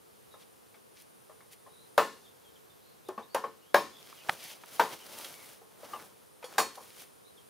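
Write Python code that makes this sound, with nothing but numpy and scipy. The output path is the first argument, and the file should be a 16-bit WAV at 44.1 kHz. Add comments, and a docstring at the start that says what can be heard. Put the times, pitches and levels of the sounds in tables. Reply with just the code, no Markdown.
"""A heavy knife chops on a plank table outdoors: irregular knocks, some in quick pairs, then it is
laid down ringing. Each blow is a steel tick, a wooden thump and rattle, and a short echo off the trees.
Beside it firewood is dragged and pushed over dry ground in gritty strokes, and dry sticks snap.
Small birds chirp far off over a soft bed of leaf hiss and insects."""
import sys
import numpy as np
from scipy import signal
from scipy.fft import rfft, irfft, next_fast_len
from scipy.io import wavfile
from scipy.ndimage import uniform_filter1d

SR = 44100
rng = np.random.default_rng(int(sys.argv[2]) if len(sys.argv) > 2 else 0)


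def log_audio(samples):
    """Write samples as a 16-bit WAV file to the path given in sys.argv[1]."""
    # one column per channel
    frames = np.atleast_2d(samples).T
    # limit to full scale, then quantise
    limited = np.clip(frames, -1, 1)
    pcm = np.round(limited * 32767).astype(np.int16)
    wavfile.write(sys.argv[1], SR, pcm)


N = 330309
TIME = np.arange(N) / SR
AGE = TIME[:SR // 2]  # time since the onset of a one-shot

# hiss of the leaves: (frequency [Hz], level [dB])
LEAF_HISS = [(20, -35), (45, -25.5), (80, -4.5), (130, -2), (290, -5.5), (450, 2), (600, -5), (1100, -6),
             (2000, -12.5), (3500, -12), (7500, -15.5), (10000, -12.5), (14000, -14), (16000, -19)]
# stereo width of that hiss: (frequency [Hz], side over mid [dB])
LEAF_WIDTH = [(60, -10.5), (150, 7), (400, 6.5), (1500, 2.5), (5000, -7.5), (12000, -4.5)]
# loudness curve of the insects: (time [s], level [dB])
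INSECT_LEVELS = [(0, -74.5), (1.0, -71), (2.0, -67.5), (2.6, -86), (6.8, -70.5), (7.49, -70.5)]
# far birds: (time [s], length [s], first pitch [Hz], last pitch [Hz], arch [share of pitch], level [dB])
CHIRPS = [(0.307, 0.058, 3800, 3620, .02, -63), (1.672, 0.23, 3690, 4030, .015, -65.5),
          (2.228, 0.089, 3780, 3750, -.1, -64.5), (2.43, 0.078, 3620, 3120, -.03, -64),
          (2.548, 0.028, 3490, 3140, 0, -62.5), (2.692, 0.029, 3320, 3330, .06, -65),
          (2.81, .15, 3850, 4340, .03, -69), (3.047, 0.057, 3660, 3500, .04, -61),
          (3.169, 0.037, 3260, 3360, .07, -66), (3.22, .021, 3450, 3500, .09, -57.5),
          (3.28, 0.1, 4420, 4200, .04, -64), (3.6, 0.14, 2740, 3430, .01, -68),
          (3.903, 0.13, 3550, 3580, -0.042, -59), (4.152, 0.098, 3490, 2360, -.02, -59),
          (4.992, 0.064, 3100, 2940, .01, -59), (5.283, .22, 2380, 2154, -.04, -60.5),
          (7.23, 0.077, 3650, 3840, .05, -63), (7.365, 0.036, 3620, 2840, .03, -61)]

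# knife blows: (time [s], level [dB], pitch of the struck spot [Hz], spot level [dB],
# second resonance [Hz], brightness [dB], steel contact [dB])
KNOCKS = [(.339, -48, 920, -20, 1296, -9, -16), (.742, -61, 1110, -17, 2200, 13, -17),
          (1.295, -48.5, 623, 3, 1180, -7, -19), (1.405, -59, 1072, 0, 2150, 7, -15),
          (1.662, -48, 1053, 2.5, 600, -12, -30), (1.9782, -12.5, 577, -2, 899, -1, -8),
          (3.086, -32.5, 378, 5.5, 653, -19, -8), (3.177, -33, 1121, 2.5, 220, -9, -38),
          (3.346, -21, 532, -3, 1056, -5, -4), (3.438, -29, 1097, 3, 487, -9.5, -38),
          (3.743, -13, 576, 0.5, 1654, 0, -11.5), (4.7951, -16, 920, 3.5, 1561, .5, -19),
          (5.163, -58, 890, 8, 1380, -4, -20), (5.248, -58, 527, 8, 2800, -16, -15),
          (5.614, -53, 455, 3.5, 746, -9, -20), (5.830, -45, 570, 1, 440, -6, -22),
          (5.933, -36.5, 1187, 7.5, 2950, -6, -26), (5.958, -47, 1145, 5, 2710, 0, -25),
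          (6.426, -45.5, 976, 0, 2470, 3, -27), (6.441, -49.5, 502, 12, 3350, 9, -10.5),
          (6.581, -18.5, 774, -5.5, 1158, 4.5, -20), (6.771, -37, 799, 0, 955, -32.5, -34)]
# modes of the table top: (frequency [Hz], level [dB], t60 [s])
TABLE_MODES = [(214.6, -26, 0.59), (394, -19, .2), (446, -5, 0.28), (492, -7, 0.18), (548, -10.5, 0.31),
               (580, -10.5, 0.12), (754, -5.5, 0.16), (827, -9, 0.086), (844, 1, 0.15), (989, -4, 0.23),
               (1073, -4, 0.29), (1195, -13, 0.11), (1202, -2, 0.16), (1382, -14.5, 0.076),
               (1617, -10.5, 0.084), (1778, -11.5, 0.28), (2287, -11.5, .11), (3010, -21.5, 0.07),
               (3060, -21, 0.21), (3820, -17.5, 0.16)]
# fibres giving way in the first moment of a blow: (frequency [Hz], level [dB])
FIBRE_CRACK = [(60, -46.5), (200, -18), (500, -3), (1000, -7.5), (1700, -1.5), (2600, -13), (4000, -13.5),
               (8000, -32.5)]
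# dense ringing of the loose planks: (frequency [Hz], level [dB], t60 [s])
PLANK_RATTLE = [(40, -37, 0.13), (270, -16, 0.44), (497, 3, 0.14), (1040, 2, 0.16), (1660, -8, 0.14),
                (2300, -15, 0.15), (4040, -21.5, 0.22), (7750, -32.5, 0.39), (14000, -30, 0.23)]
# echo from ground and trees: (frequency [Hz], level [dB], t60 [s])
TREE_ECHO = [(50, -34.5, .4), (210, 1, 0.32), (450, 0.5, 0.15), (1000, 1, 0.39), (2580, -7.5, 0.35),
             (6000, -21.5, 0.65), (14000, -42, 0.14)]
# bright tick of the knife edge, also the colour of splinters: (frequency [Hz], level [dB])
TICK = [(1500, -12.5), (3500, -5), (5500, -5), (8500, -14), (10300, 0.5), (11500, -9.5), (15000, -11.5)]
# modes of the steel blade: (frequency [Hz], level [dB], t60 [s])
BLADE_MODES = [(2326, -5, .19), (2470, -8, .25), (3359, -7, .14), (3780, -10, .3), (4345, -3, .33),
               (4721, -1, .19), (5152, -7, .22), (5685, -1, .2), (5800, -3, .27), (6767, 0, .26),
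               (7574, -6, .22), (8274, -8, .32), (8940, -6, .2), (9430, -8, .2), (9523, -4, .21),
               (9930, -4, .2), (10000, -3, .2), (10300, -6, .18), (10438, -3, .2), (12120, -8, .17),
               (12340, -6, .16), (12580, -6, .14), (13194, -8, .22), (14739, -9, .16)]

# pulls and pushes of firewood: (start [s], length [s], level [dB], fine hiss [dB], hollow body [dB])
STROKES = [(0.389, .06, -60, -10, -10.5), (0.937, .12, -60, -3.5, -18), (1.502, 0.052, -57, 2, -16),
           (3.817, 0.58, -61.5, 0, -2.5), (4.244, 0.14, -54.5, 1.5, 6.5), (4.336, .26, -50, -2, -6.5),
           (4.583, 0.41, -56, 3, 0), (4.878, 0.095, -50.5, -4, 1.5), (4.938, 0.51, -52.5, 1.5, 0.5),
           (5.326, 0.24, -61.5, 2.5, -4.5), (5.443, 0.16, -62, 1, -2), (5.712, 0.45, -60, 2, 7),
           (6.42, 0.28, -61, -15, 8), (6.632, 0.4, -63, 5, 1), (6.924, .15, -55.5, 2.5, -6.5)]
# grit under the wood: (frequency [Hz], level [dB])
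DRAG_GRIT = [(900, -31.5), (1600, -4), (2300, 2.5), (2700, 1.5), (3200, 3.5), (3700, 0.5), (4500, 0),
             (6000, -1.5), (8000, -13.5)]
# fine hiss of the drag: (frequency [Hz], level [dB])
DRAG_HISS = [(4000, -15), (6000, -1), (7600, -3), (10000, 4), (12000, -0.5), (14500, -0.5), (16000, -0.5)]
# hollow body of the dragged stick: (frequency [Hz], level [dB])
DRAG_BODY = [(30, -48.5), (130, -2), (300, 1), (550, 5.5), (1200, 2), (1600, -1), (2400, -12.5)]
# modes of the dragged stick: (frequency [Hz], level [dB], t60 [s])
STICK_MODES = [(1540, -8, 0.024), (2090, 1, 0.025), (3250, 1, 0.018), (3896, 7, 0.012), (4540, 1, 0.021)]
# dry sticks snapping: (time [s], level [dB], pitch [Hz], t60 [s])
SNAPS = [(4.127, -40.5, 1200, 0.023), (4.287, -30, 1650, .028), (4.2924, -17.5, 870, 0.036),
         (4.2954, -11.5, 1590, 0.0089), (4.636, -38, 1240, 0.034), (5.064, -44.5, 4950, 0.023),
         (5.244, -35.5, 3300, 0.09), (5.997, -41, 1430, 0.06), (6.754, -44, 4360, 0.036)]

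# the grip shapes the steel: (tick level [dB], tick t60 [s], blade ring [dB])
GRIPPED = (0, 0.026, -21.5)  # held tight, the edge bites and the blade is damped
LOOSE = (4.1, 0.23, 11.3)  # let go, it chatters on the plank and rings
LET_GO_S = 6.3  # the hand loosens and lays the knife down
PUSH_S, PUSH_DOUBLING_DB = 0.0017, 16.5  # the attack doubles for each such drop in brightness
SPLINTER_DB, SPLINTER_DB_PER_OCTAVE = -35.5, 15.5  # from 1 kHz; thinner, higher sticks splinter more
LEAVES_DB, TOP_HZ = -62, 15500


def undb(db):
    """Decibels to gain."""
    return 10 ** (np.asarray(db) / 20)


def unit(x):
    """Scale to rms 1."""
    return x / np.sqrt(np.mean(x ** 2))


def along(hz, points, values):
    """Join values by straight lines over log frequency."""
    return np.interp(np.log(np.maximum(hz, 1)), np.log(points), values)


def colour(x, spectrum):
    """EQ through points of (frequency [Hz], level [dB])."""
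    size = next_fast_len(len(x))
    gain = undb(along(np.fft.rfftfreq(size, 1 / SR), *np.transpose(spectrum)))
    return irfft(rfft(x, size) * gain, size)[:len(x)]


def noise(spectrum, size=N):
    """Coloured noise of rms 1."""
    return unit(colour(rng.standard_normal(size), spectrum))


def fade(t60):
    """A decay of 60 dB in t60 seconds."""
    return np.exp(-np.log(1000) * AGE / max(t60, 1e-3))


def swell(seconds):
    """A smooth attack from silence."""
    return 1 - np.exp(-(AGE / seconds) ** 2)


def drift(rate):
    """Random modulation with a spread near 1, gliding to `rate` new values a second."""
    steps = rng.standard_normal(4096)
    return np.interp(TIME * rate, np.arange(len(steps)), steps)


def ring(modes, scatter_db, detune):
    """Decaying modes; each blow finds them with other strengths and signs."""
    hz, db, t60 = np.transpose(modes)
    strength, shift, sign = rng.standard_normal((3, len(hz)))
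    gain = undb(db + scatter_db * strength) * np.sign(sign)
    detuned = hz * (1 + detune * shift)
    waves = (g * np.cos(2 * np.pi * f * AGE) * fade(t) for g, f, t in zip(gain, detuned, t60))
    return sum(waves) / np.sqrt(np.sum(gain ** 2) / 2)


def wash(bands, patchy_db):
    """Countless modes of random phase, bunched into peaks and gaps; each band dies at its own rate."""
    points, db, t60 = np.transpose(bands)
    hz = np.fft.rfftfreq(len(AGE), 1 / SR)
    peaks = unit(signal.fftconvolve(rng.standard_normal(len(hz)), np.hanning(90), "same"))
    bunching = patchy_db * peaks * np.minimum(hz / 1500, 1)
    spectrum = undb(along(hz, points, db) + bunching) * np.exp(2j * np.pi * rng.random(len(hz)))
    parts = [irfft(spectrum * along(hz, points, own), len(AGE)) for own in np.eye(len(points))]
    return sum(p * fade(t) for p, t in zip(parts, t60)) / np.std(sum(parts))


def brighten(x, db, corner_hz=1600):
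    """High shelf: a harder contact lifts the treble, a softer one dulls it."""
    low = signal.sosfilt(signal.butter(1, corner_hz, fs=SR, output="sos"), x)
    return low + undb(db) * (x - low)


def radiate(x, corner_hz=180):
    """Low cut: a small body moves little air at low pitch."""
    return signal.sosfilt(signal.butter(1, corner_hz, "high", fs=SR, output="sos"), x)


def stereo(mid, side=0, pan_db=0):
    """Left and right from mid, side and a lean to the left."""
    return np.array([(mid + side) * undb(pan_db / 2), (mid - side) * undb(-pan_db / 2)])


def add(out, s, sound):
    """Mix a stereo sound in at s seconds."""
    start = max(int(s * SR), 0)
    out[:, start:start + sound.shape[1]] += sound[:, :N - start]


def leaves():
    """A soft, wide bed of leaf hiss that wavers a little."""
    mid, side = (noise(LEAF_HISS) * undb(.5 * drift(3) + .5 * drift(12)) for _ in range(2))
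    return undb(LEAVES_DB) * stereo(mid, colour(side, LEAF_WIDTH))


def insects():
    """A thin, high band of insect buzz that flutters as it swells and sinks."""
    band = [(8000, -35.5), (9200, -4.5), (9600, 1.0), (10100, -8.0), (11500, -34.5)]
    mid, side = noise(band), noise(band)
    level_db = np.interp(TIME, *np.transpose(INSECT_LEVELS)) + 1.5 * drift(12)
    return stereo(mid, .5 * side) * undb(level_db)


def birds():
    """Warbling whistles that glide in an arch or a dip, smeared by the foliage."""
    out = np.zeros((2, N))
    for s, length, first_hz, last_hz, arch, db in CHIRPS:
        progress = np.minimum(AGE / length, 1)
        hump = np.sin(np.pi * progress)
        glide = first_hz + (last_hz - first_hz) * progress
        waver = 0.021 * unit(uniform_filter1d(rng.standard_normal(len(AGE)), size=300))
        warble = .035 * np.sin(2 * np.pi * (rng.uniform(25, 45) * AGE + rng.random()))
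        hz = glide * (1 + arch * hump + waver + warble)
        note = np.sin(2 * np.pi * np.cumsum(hz) / SR) * hump
        foliage = rng.standard_normal((2, len(AGE))) * fade(0.18)
        smear = signal.fftconvolve(note[None], foliage / np.linalg.norm(foliage[0]))[:, :len(AGE)]
        add(out, s, undb(db) * (note + smear))
    return out


def steel_contact(tick_db, tick_t60, blade_db):
    """The edge ticks against the wood and sets the blade ringing."""
    tick = undb(tick_db) * noise(TICK, size=len(AGE)) * fade(tick_t60) * swell(0.0015)
    blade, blade_side = (undb(blade_db) * ring(BLADE_MODES, scatter_db=2, detune=.0005) * swell(.002)
                         for _ in range(2))
    return stereo(tick + blade, undb(-12.5) * blade_side, pan_db=-4)


def table_thump(spot_hz, spot_db, second_hz, bright_db):
    """Fibres crack, the struck spot thumps, the top rings and the loose planks rattle."""
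    # the spot swings hard for a few cycles, then rings on weakly
    spot = undb(spot_db) * np.sin(2 * np.pi * spot_hz * AGE) * (1.4 * fade(0.038) + 0.34 * fade(0.18))
    # its second resonance is a close cluster that beats
    cluster = [(second_hz * .95, -4, .06), (second_hz, 0, .11), (second_hz * 1.06, -4, .06)]
    second = undb(-6.5) * ring(cluster, scatter_db=3, detune=.003)
    top = undb(-7) * ring(TABLE_MODES, scatter_db=-1, detune=0.0013)
    crack = noise(FIBRE_CRACK, size=len(AGE)) * fade(0.022)
    rattle = undb(-3) * wash(PLANK_RATTLE, patchy_db=4)
    attack_s = PUSH_S * 2 ** (-bright_db / PUSH_DOUBLING_DB)  # a duller blow pushes longer
    return radiate((crack + spot + second + top + rattle) * swell(attack_s))


def tree_echo():
    """Ground and trees scatter a blow into a short, diffuse tail."""
    return wash(TREE_ECHO, patchy_db=3) * swell(0.011)


def knife_knocks():
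    """Each blow layers steel, wood and echo; the steel rings out once the hand lets go."""
    out = np.zeros((2, N))
    for s, db, spot_hz, spot_db, second_hz, bright_db, steel_db in KNOCKS:
        thump = table_thump(spot_hz, spot_db, second_hz, bright_db)
        body = stereo(thump + undb(-17.5) * tree_echo(), undb(-24) * tree_echo(), pan_db=2.1)
        body = brighten(brighten(body, bright_db / 2), bright_db / 2)
        grip = GRIPPED if s < LET_GO_S else LOOSE
        add(out, s - .001, undb(db + steel_db) * steel_contact(*grip))  # just ahead of the thump
        add(out, s, undb(db) * body)
    return out


def stroke(start, length, steepness=3.2):
    """The hand speeds up and slows to rest; the rubbing follows its speed."""
    off_middle = np.abs(TIME - start - length / 2) / (0.28 * length)
    return 1 / (1 + off_middle ** steepness)


def firewood_drag():
    """Wood drags over grit and dry leaves: uneven grains, a fine hiss and the stick's hollow body."""
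    envelopes = sum(np.outer(undb([db, db + hiss_db, db + body_db]), stroke(s, length))
                    for s, length, db, hiss_db, body_db in STROKES)
    catching_db = 1.9 * drift(60)  # shared by all three layers
    gains = [envelope * undb(catching_db + 1.2 * drift(45)) for envelope in envelopes]
    out = np.zeros((2, N))
    for spectrum, gain in zip((DRAG_GRIT, DRAG_HISS, DRAG_BODY), gains):
        grains = rng.standard_normal((2, N)) * undb(3.07 * rng.exponential(size=(2, N)))
        mid, side = (unit(colour(g, spectrum)) for g in grains)
        out += stereo(mid, undb(-11) * side, pan_db=0.5) * gain
    # about 110 times a second the wood catches on a coarse grain and rings
    catches = (rng.random(N) < 110 / SR) * rng.standard_normal(N)
    rasp = unit(signal.fftconvolve(catches, ring(STICK_MODES, scatter_db=0, detune=0.013))[:N])
    return out + stereo(undb(-13) * rasp * gains[0])  # rides the grit's envelope


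def stick_snaps():
    """A breaking stick swings briefly at its pitch, with a crack and a spray of splinters."""
    out = np.zeros((2, N))
    for s, db, hz, t60 in SNAPS:
        swing = 1.02 * np.sin(2 * np.pi * hz * AGE) * fade(t60 / 2)
        crack = 0.6 * noise([(hz / 8, -12), (hz, 0), (hz * 3, -15), (hz * 9, -34)], size=len(AGE))
        splinter_db = SPLINTER_DB + SPLINTER_DB_PER_OCTAVE * np.log2(hz / 1000)
        splinters = undb(splinter_db) * noise(TICK, size=len(AGE))
        snap = (swing + (crack + splinters) * fade(t60)) * swell(t60 / 45)
        add(out, s, undb(db) * stereo(radiate(snap), pan_db=-2.5))
    return out


def scene():
    """Knife and firewood up front; birds, leaves and insects behind."""
    return knife_knocks() + stick_snaps() + firewood_drag() + birds() + leaves() + insects()


def record(dry):
    """A steep low-pass trims the very top of the mix."""
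    return signal.sosfilt(signal.ellip(8, .2, 70, TOP_HZ, fs=SR, output="sos"), dry)


dry = scene()
out = record(dry)
log_audio(out)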